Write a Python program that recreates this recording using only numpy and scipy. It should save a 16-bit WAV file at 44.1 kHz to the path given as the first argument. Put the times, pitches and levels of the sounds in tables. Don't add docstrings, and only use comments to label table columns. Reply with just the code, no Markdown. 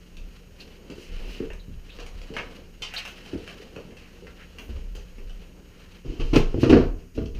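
import sys
import numpy as np
from scipy import signal
from scipy.fft import rfft, irfft, next_fast_len
from scipy.io import wavfile
from scipy.ndimage import uniform_filter1d

SR = 44100
rng = np.random.default_rng(int(sys.argv[2]) if len(sys.argv) > 2 else 0)


def transcribe(u):
    v = np.clip(np.atleast_2d(u).T, -1, 1)
    q = np.round(v * 32767).astype(np.int16)
    wavfile.write(sys.argv[1], SR, q)


N = 325899
TIME = np.arange(N) / SR
HIT_TIME = np.arange(SR * 3 // 5) / SR
GRID_HZ = np.maximum(np.fft.rfftfreq(16384, 1 / SR), 1)

# frequency in Hz, level in dB, t60 in seconds.
PANEL_MODES = [(224.8, -4, 0.26), (259.3, 7, 0.087), (296, -2, 0.12), (313, 4.5, 0.097),
               (343.8, -1.5, 0.26), (388, -4, 0.29), (419.3, -5, 0.26), (462, -3.5, 0.24),
               (525, -13.5, 0.089), (651, -18, 0.25), (704.6, -22, 0.23), (790, -23, 0.11)]
# frequency in Hz, level in dB, t60 in seconds.
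CARCASS_MODES = [(59.4, -5.5, 0.47), (79.5, -12, 0.45), (97, -7.5, 0.3), (130.8, -3, 0.24), (163, -9, 0.34)]
# frequency in Hz, level in dB.
EDGE_SPECTRUM = [(2500, -31), (6000, 8), (8500, 4), (12000, -2.5), (14500, -3.5)]


def from_db(db):
    return np.exp(np.asarray(db) * np.log(10) / 20)


def rms_one(x):
    return x / np.sqrt(np.mean(x ** 2) + 1e-20)


def curve(points):
    hz, db = np.transpose(points)
    return np.interp(np.log(GRID_HZ), np.log(hz), db)


def hump(hz, octaves, skirt_db):
    return -skirt_db * np.log1p((np.log2(GRID_HZ / hz) / octaves) ** 2)


def coloured(x, spectrum_db):
    bins = len(GRID_HZ)
    cepstrum = irfft(np.log(from_db(spectrum_db)))
    cepstrum[1:bins - 1] *= 2
    cepstrum[bins:] = 0
    response = irfft(np.exp(rfft(cepstrum)))[:bins]
    return signal.fftconvolve(x, response)[:len(x)]


def noise(spectrum):
    white = rng.standard_normal(N + len(GRID_HZ))
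    return rms_one(coloured(white, curve(spectrum))[-N:])


def drift(rate):
    knots = rng.standard_normal(N // 20)
    return rms_one(np.interp(TIME * rate, np.arange(len(knots)), knots))


def gesture(s, length, attack_s, release_db_per_s):
    attack = np.clip((TIME - s) / attack_s + 1, 0, 1)
    return attack * from_db(-np.clip(release_db_per_s * (TIME - s - length), 0, 120))


def place(track, s, sound, db):
    peak_power = uniform_filter1d(sound ** 2, 260, mode="constant").max()
    start = max(round(s * SR), 0)
    track[start:start + len(sound)] += sound[:N - start] * from_db(db) / np.sqrt(peak_power + 1e-20)


def hall_echoes(count):
    # band centre in Hz, t60 in seconds.
    hall_decay = [(60, 0.76), (250, 0.16), (700, 0.4), (2500, 0.26), (6000, 0.29), (14000, 0.14)]
    centres, t60s = np.transpose(hall_decay)
    white = rng.standard_normal((count, len(HIT_TIME)))
    grains = white * np.abs(white) ** (2.66 * np.exp(-HIT_TIME / 0.023))
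    grains /= np.sqrt(uniform_filter1d(np.mean(grains ** 2, axis=0), size=200))
    spectrum = rfft(grains)
    hz = np.maximum(np.fft.rfftfreq(len(HIT_TIME), 1 / SR), 1)
    echoes = 0
    for share, t60 in zip(np.eye(len(centres)), t60s):
        band = irfft(spectrum * np.interp(np.log(hz), np.log(centres), share), len(HIT_TIME))
        echoes += band * np.exp(-np.log(1000) * HIT_TIME / t60)
    return echoes / np.sqrt(np.sum(echoes ** 2, axis=1, keepdims=True))


def in_hall(x, echo, wet_db):
    return x + from_db(wet_db) * signal.fftconvolve(x, echo)[:len(x)]


def scuff(length):
    return rng.standard_normal(len(HIT_TIME)) * np.exp(-HIT_TIME / length)


def contact(length, grit):
    white = rng.standard_normal(len(HIT_TIME))
    slips = white * np.abs(white) * np.exp(-HIT_TIME / length)
    force = grit * slips / np.linalg.norm(slips)
    force[0] += 1
    return force


def ring(force, modes, spread_db):
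    hz, level_db, t60 = np.transpose(modes)[:, :, None]
    strength = from_db(level_db + spread_db * rng.standard_normal(hz.shape))
    strength *= rng.choice([-1, 1], hz.shape)
    rings = strength * np.sin(2 * np.pi * hz * HIT_TIME) * np.exp(-np.log(1000) * HIT_TIME / t60)
    return signal.fftconvolve(force, rings.sum(axis=0))[:len(force)]


def room_tone():
    # frequency in Hz, level in dB.
    hum_and_whine = [(59.2, -56), (177.6, -56), (6675, -64.5), (13335, -65)]
    room_spectrum = [(30, -10), (100, 4.5), (200, -2), (450, -13), (700, -26), (1500, -18), (3000, -24),
                     (6000, -15), (10000, -17.5), (15000, -25)]
    tones = 0
    for hz, db in hum_and_whine:
        phase = 2 * np.pi * hz * np.cumsum(1 + 0.00183 * drift(82)) / SR
        tones += from_db(db + 1.3 * drift(25)) * np.sqrt(2) * np.sin(phase)
    return tones + from_db(-52.5) * noise(room_spectrum)


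def draught():
    # crest time in seconds, level in dB, half length in seconds.
    pushes = [(0.226, -34, 0.055), (1.16, -28.5, 0.042), (1.26, -30.5, 0.066), (1.51, -32.5, 0.085),
              (1.783, -36, 0.076), (2.03, -37, 0.062), (2.19, -33.5, 0.068), (2.42, -40.5, 0.079),
              (2.8, -45, .15), (4.88, -31, 0.13), (5.293, -32, 0.098), (6.1, -26, 0.016),
              (6.235, -19, 0.024), (6.398, -16.5, 0.085), (6.74, -24.5, 0.031), (6.877, -22, .06),
              (7.193, -33, .03), (7.38, -27, .06)]
    # frequency in Hz, level in dB.
    throb_spectrum = [(12, -18), (24, 2.5), (31, 4.5), (38, 1), (50, -17), (120, -71), (600, -100)]
    rumble_spectrum = [(30, -16), (55, -5), (75, 4), (120, -19), (200, -14), (600, -30.5), (2500, -102)]
    throb_power, rumble_power = from_db(-49) ** 2, from_db(-55) ** 2
    for s, db, length in pushes:
        swell = np.exp(-np.minimum(((TIME - s) / length) ** 2, 50))
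        rumble = from_db(-26 + 0.62 * db) * (0.05 / length) ** 0.73
        throb_power += swell * from_db(db) ** 2
        rumble_power += swell * rumble ** 2
    swing = signal.hilbert(noise(throb_spectrum), next_fast_len(N))[:N]
    throb = rms_one(swing.real / (np.abs(swing) + .2))
    return throb * np.sqrt(throb_power) + noise(rumble_spectrum) * np.sqrt(rumble_power)


def rustle():
    # start and length in seconds, cloth and shuffle levels in dB.
    moves = [(0.6, 0.34, -54, -51), (0.965, .2, -49.5, -67), (1.175, 0.2, -46, -46.5),
             (1.943, 0.33, -51, -54.5), (2.333, 0.088, -48.5, -44), (2.5, 0.083, -51.5, -47),
             (3.103, 0.43, -47, -49), (3.557, 0.21, -48.5, -51.5), (3.8, 0.13, -73, -45),
             (4.0, .58, -54.5, -56), (4.629, 0.14, -52.5, -47), (5.437, 0.26, -57, -52),
             (5.779, 0.21, -52.5, -55.5)]
    # frequency in Hz, level in dB.
    cloth_spectrum = [(300, -6.5), (700, -7), (1300, -2.5), (2500, -1.5), (4000, 4), (6500, -5),
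                      (9000, -7.5), (15000, -18)]
    shuffle_spectrum = [(100, -18.5), (200, 5), (320, 0.5), (480, 3), (650, -8.5), (1200, -17.5),
                        (4000, -55.5), (12000, -75)]
    pace = dict(attack_s=.11, release_db_per_s=111)
    fidget = from_db(-56.5) * gesture(0, 5.4, **pace)
    cloth_power, shuffle_power = fidget ** 2, fidget ** 2
    for s, length, cloth_db, shuffle_db in moves:
        effort = gesture(s, length, **pace)
        cloth_power += (effort * from_db(cloth_db)) ** 2
        shuffle_power += (effort * from_db(shuffle_db)) ** 2
    sizes = np.minimum(rng.exponential(1, N), 4)
    catches = rng.standard_normal(N) * from_db(3.4 * sizes + 2.0 * drift(90) + 1.4 * drift(16))
    rubbing = in_hall(catches, hall_echoes(1)[0], wet_db=-11.5)
    cloth = rms_one(coloured(rubbing, curve(cloth_spectrum)))
    shuffle = noise(shuffle_spectrum) * from_db(1.27 * drift(30))
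    return cloth * np.sqrt(cloth_power) + shuffle * np.sqrt(shuffle_power)


def swishes():
    # crest time in seconds, level in dB, pitch in Hz, half length in seconds.
    strokes = [(0.614, -41.5, 3960, 0.017), (1.029, -45, 5070, .04), (1.31, -53, 12000, .06),
               (1.2, -51, 2850, 0.25), (1.334, -41, 3730, 0.045), (2.981, -40.5, 2160, 0.067),
               (3.088, -48, 14000, .035), (4.039, -53, 2100, 0.057), (4.419, -46.5, 1830, 0.024),
               (4.637, -49, 14000, 0.041), (5.799, -59, 1470, 0.11), (6.295, -47, 4500, 0.043),
               (6.375, -39, 14000, .022), (6.621, -32.5, 3900, 0.014), (7.159, -46.5, 4360, 0.009)]
    lead_s = .2
    out = np.zeros(N)
    for (s, db, hz, length), echo in zip(strokes, hall_echoes(len(strokes))):
        swell = np.exp(-.5 * ((HIT_TIME - lead_s) / length) ** 2)
        stroke = in_hall(swell * rng.standard_normal(len(HIT_TIME)), echo, wet_db=-9)
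        place(out, s - lead_s, coloured(stroke, hump(hz, octaves=0.79, skirt_db=9)), db)
    return out


def squeaks():
    # start in seconds, level in dB, pitch in Hz, length in seconds.
    slips = [(0.604, -36.5, 4300, 0.014), (1.596, -44, 3820, 0.02), (1.894, -51, 2500, .012),
             (1.901, -40, 3790, 0.013), (1.919, -45, 3650, 0.027), (2.964, -21.5, 4060, 0.025)]
    out = np.zeros(N)
    for (s, db, hz, length), echo in zip(slips, hall_echoes(len(slips))):
        pitch = hz * (1 + 0.0805 * drift(1545)[:len(HIT_TIME)])
        chatter = np.sin(2 * np.pi * np.cumsum(pitch) / SR) * np.exp(-(HIT_TIME / length) ** 2)
        place(out, s, in_hall(chatter, echo, wet_db=-8), db)
    return out


def footsteps():
    # start in seconds, thud level in dB, thud pitch in Hz, bass level in dB.
    landings = [(0.898, -36, 274, -37), (0.981, -36, 267, -60), (1.403, -22.5, 298, -29),
                (1.68, -47, 226, -32.5), (1.988, -40, 357, -62), (2.303, -36.5, 342, -35),
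                (2.365, -36, 380, -36), (2.813, -44.5, 360, -45), (3.332, -24, 265, -31.5),
                (3.6, -39.5, 410, -62), (3.765, -33, 420, -38.5), (3.85, -52, 234, -40.5),
                (4.223, -41, 400, -47.5), (4.691, -41, 226, -39), (4.951, -41.5, 413, -45.5),
                (5.181, -44, 330, -44)]
    # frequency in Hz, level in dB.
    thud_spectrum = [(120, -11), (200, -2.5), (310, 0.5), (470, 4.5), (600, -10), (900, -15), (2000, -8),
                     (8000, -76)]
    bass_spectrum = [(25, -19), (70, -0.5), (110, 0.5), (170, 0), (260, -10.5), (800, -94), (3000, -91)]
    out = np.zeros(N)
    for (s, thud_db, hz, bass_db), echo in zip(landings, hall_echoes(len(landings))):
        heel = s, thud_db, hz
        ball = s + .023, thud_db - 4.5, hz * 1.38
        for start, db, pitch in heel, ball:
            blow = in_hall(contact(length=0.023, grit=0.6), echo, wet_db=0.5)
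            colour = curve(thud_spectrum) + hump(pitch, octaves=0.48, skirt_db=8.5)
            place(out, start, coloured(blow, colour), db)
        place(out, s, coloured(blow, curve(bass_spectrum)), bass_db)
    return out


def taps():
    # start in seconds, snap in dB, its pitch in Hz, clap and edge in dB, contact in seconds.
    hits = [(0.169, -41, 2980, -55, -53, 0.0015), (0.901, -41, 2840, -46.5, -46.5, 0.0025),
            (1.503, -41.5, 2370, -38, -64, 0.0025), (1.533, -44, 2580, -68, -46.5, .003),
            (1.987, -40.5, 2730, -43, -65, 0.0018), (2.002, -37, 3200, -43.5, -66, 0.0059),
            (2.064, -40, 2840, -47, -44, 0.0033), (2.216, -40, 2800, -47, -49, 0.0026),
            (2.339, -39.5, 2680, -41, -61, 0.0042), (2.366, -27, 2100, -30, -50, 0.0071),
            (2.384, -33, 2220, -36, -60, .008), (2.821, -25, 3060, -39, -58, 0.012),
            (2.938, -32.5, 2500, -39, -35, 0.0057), (2.979, -28.5, 2780, -48, -35, 0.0075),
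            (3.052, -33.5, 2580, -47, -41, .004), (3.077, -37.5, 2600, -45, -41, 0.0067),
            (3.26, -43.5, 2800, -47.5, -53, .005), (3.477, -35.5, 2600, -40, -45, .003),
            (3.762, -40.5, 2500, -45, -60, 0.0024), (3.907, -51, 2560, -64, -67, .003),
            (3.969, -45, 3000, -51, -57, .005), (4.269, -45.5, 2470, -42.5, -67, .005),
            (4.585, -37, 2600, -43.5, -43, .006), (4.951, -42.5, 2940, -48.5, -42.5, .006),
            (5.183, -49.5, 2532, -53, -68, 0.0031), (5.295, -46, 3100, -49, -62, 0.0038),
            (7.258, -41, 3550, -55, -66, 0.0056)]
    # frequency in Hz, level in dB.
    snap_spectrum = [(1000, 2), (2700, 0.5), (4000, 2), (5700, 4), (8000, 3.5), (15000, 0)]
    clap_spectrum = [(150, -52), (500, 7.5), (800, 3), (1150, 1), (1700, 5), (2300, 1), (3000, -8),
                     (5000, -32)]
    out = np.zeros(N)
    for (s, snap_db, hz, clap_db, edge_db, length), echo in zip(hits, hall_echoes(len(hits))):
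        blow = in_hall(contact(length, grit=2.15), echo, wet_db=3.5)
        friction = in_hall(scuff(0.72 * length), echo, wet_db=3.5)
        snap_colour = hump(hz, octaves=1.24, skirt_db=17.5) + curve(snap_spectrum)
        place(out, s, coloured(blow, snap_colour), snap_db)
        place(out, s, coloured(blow, curve(clap_spectrum)), clap_db)
        place(out, s, coloured(friction, curve(EDGE_SPECTRUM)), edge_db)
    return out


def cupboard_door():
    # start in seconds, level in dB.
    tugs = [(4.675, -27), (4.728, -34)]
    out = np.zeros(N)
    for s, db in tugs:
        boom = ring(contact(length=0.018, grit=0.68), CARCASS_MODES, spread_db=5)
        place(out, s, coloured(boom, hump(66.6, octaves=0.39, skirt_db=16.5)), db)
    return out


def shelf_slides():
    # start and length in seconds, panel and hiss levels in dB.
    slides = [(6.063, 0.53, -41.5, -48.5), (6.643, 0.14, -19, -39.5), (6.996, 0.012, -63, -57),
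              (7.172, 0.061, -35.5, -51.5), (7.364, .05, -43.5, -50)]
    # frequency in Hz, level in dB.
    friction_spectrum = [(300, -0.5), (700, -1), (1200, -5.5), (2200, -5.5), (3000, -1.5), (4500, -1),
                         (6000, -4), (8000, -12), (15000, -27)]
    panels = rms_one(ring(rng.standard_normal(N), PANEL_MODES, spread_db=2))
    rasp_db = np.maximum(1 + hump(3050, octaves=0.17, skirt_db=3), 0)
    hiss = rms_one(coloured(noise(friction_spectrum), rasp_db))
    out = np.zeros(N)
    for s, length, panel_db, hiss_db in slides:
        drag = gesture(s, length, attack_s=0.025, release_db_per_s=136)
        out += drag * (panels * from_db(panel_db) + hiss * from_db(hiss_db))
    return out


def cupboard_knocks():
    # start in seconds, panel, clack and scrape levels in dB, contact in seconds.
    knocks = [(6.049, -35, -52, -73, 0.0082), (6.098, -32.5, -54, -52, .008),
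              (6.196, -28.5, -34, -36.5, 0.013), (6.331, -13.5, -20, -28, 0.014),
              (6.357, -5, -16.5, -18, .006), (6.544, -19, -51, -58, .008), (6.575, -20.5, -56, -52, 0.0055),
              (6.632, -6.5, -19.5, -31, 0.0074), (6.695, -7.5, -20, -23.5, 0.0082),
              (6.726, -1.5, -15, -43, 0.0063), (6.767, -9, -18, -38, 0.0065),
              (6.798, -15.5, -28, -58, 0.018), (7.176, -20, -33.5, -45.5, 0.0055),
              (7.216, -27.5, -46, -59, .004), (7.347, -42, -66, -47.5, 0.0066)]
    # frequency in Hz, level in dB.
    clack = [(150, -19), (450, 16.5), (750, 1), (1300, -1), (2000, -8), (3000, -12.5), (4500, -7),
             (9000, -43), (15000, -53)]
    scrape = [(1500, -4.5), (3700, 7.5), (5000, 1.5), (6500, -2), (9000, -9.5), (15000, -29)]
    out = np.zeros(N)
    for (s, panel_db, clack_db, scrape_db, length), echo in zip(knocks, hall_echoes(len(knocks))):
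        push = in_hall(contact(length, grit=0.57), echo, wet_db=-13)
        boom_db = -9 + 0.64 * panel_db
        place(out, s, ring(push, PANEL_MODES, spread_db=3), panel_db)
        place(out, s, ring(push, CARCASS_MODES, spread_db=1.5), boom_db)
        bite = 1 - np.exp(-HIT_TIME / (0.32 * length))
        for spectrum, db in (clack, clack_db), (scrape, scrape_db), (EDGE_SPECTRUM, scrape_db - 15):
            rub = in_hall(bite * scuff(2 * length), echo, wet_db=-3.5)
            place(out, s, coloured(rub, curve(spectrum)), db)
    return out


def scene():
    shoes_off = footsteps() + taps() + squeaks() + swishes() + rustle()
    cupboard = cupboard_door() + cupboard_knocks() + shelf_slides()
    return (shoes_off + cupboard + draught() + room_tone())[None]


def record(dry):
    # frequency in Hz, gain in dB.
    case_response = [(2000, -2.5), (2400, 0), (2700, 3.5), (3100, -1), (3500, -13), (4100, -9),
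                     (5500, -9.5), (6600, -10.5), (7300, -15), (11000, -15), (13500, -13), (15300, -11)]
    rounded = np.tanh(coloured(dry[0], curve(case_response)))
    lowpass = signal.ellip(12, .1, 90, 15450, fs=SR, output="sos")
    return signal.sosfilt(lowpass, rounded)[None]


dry = scene()
out = record(dry)
transcribe(out)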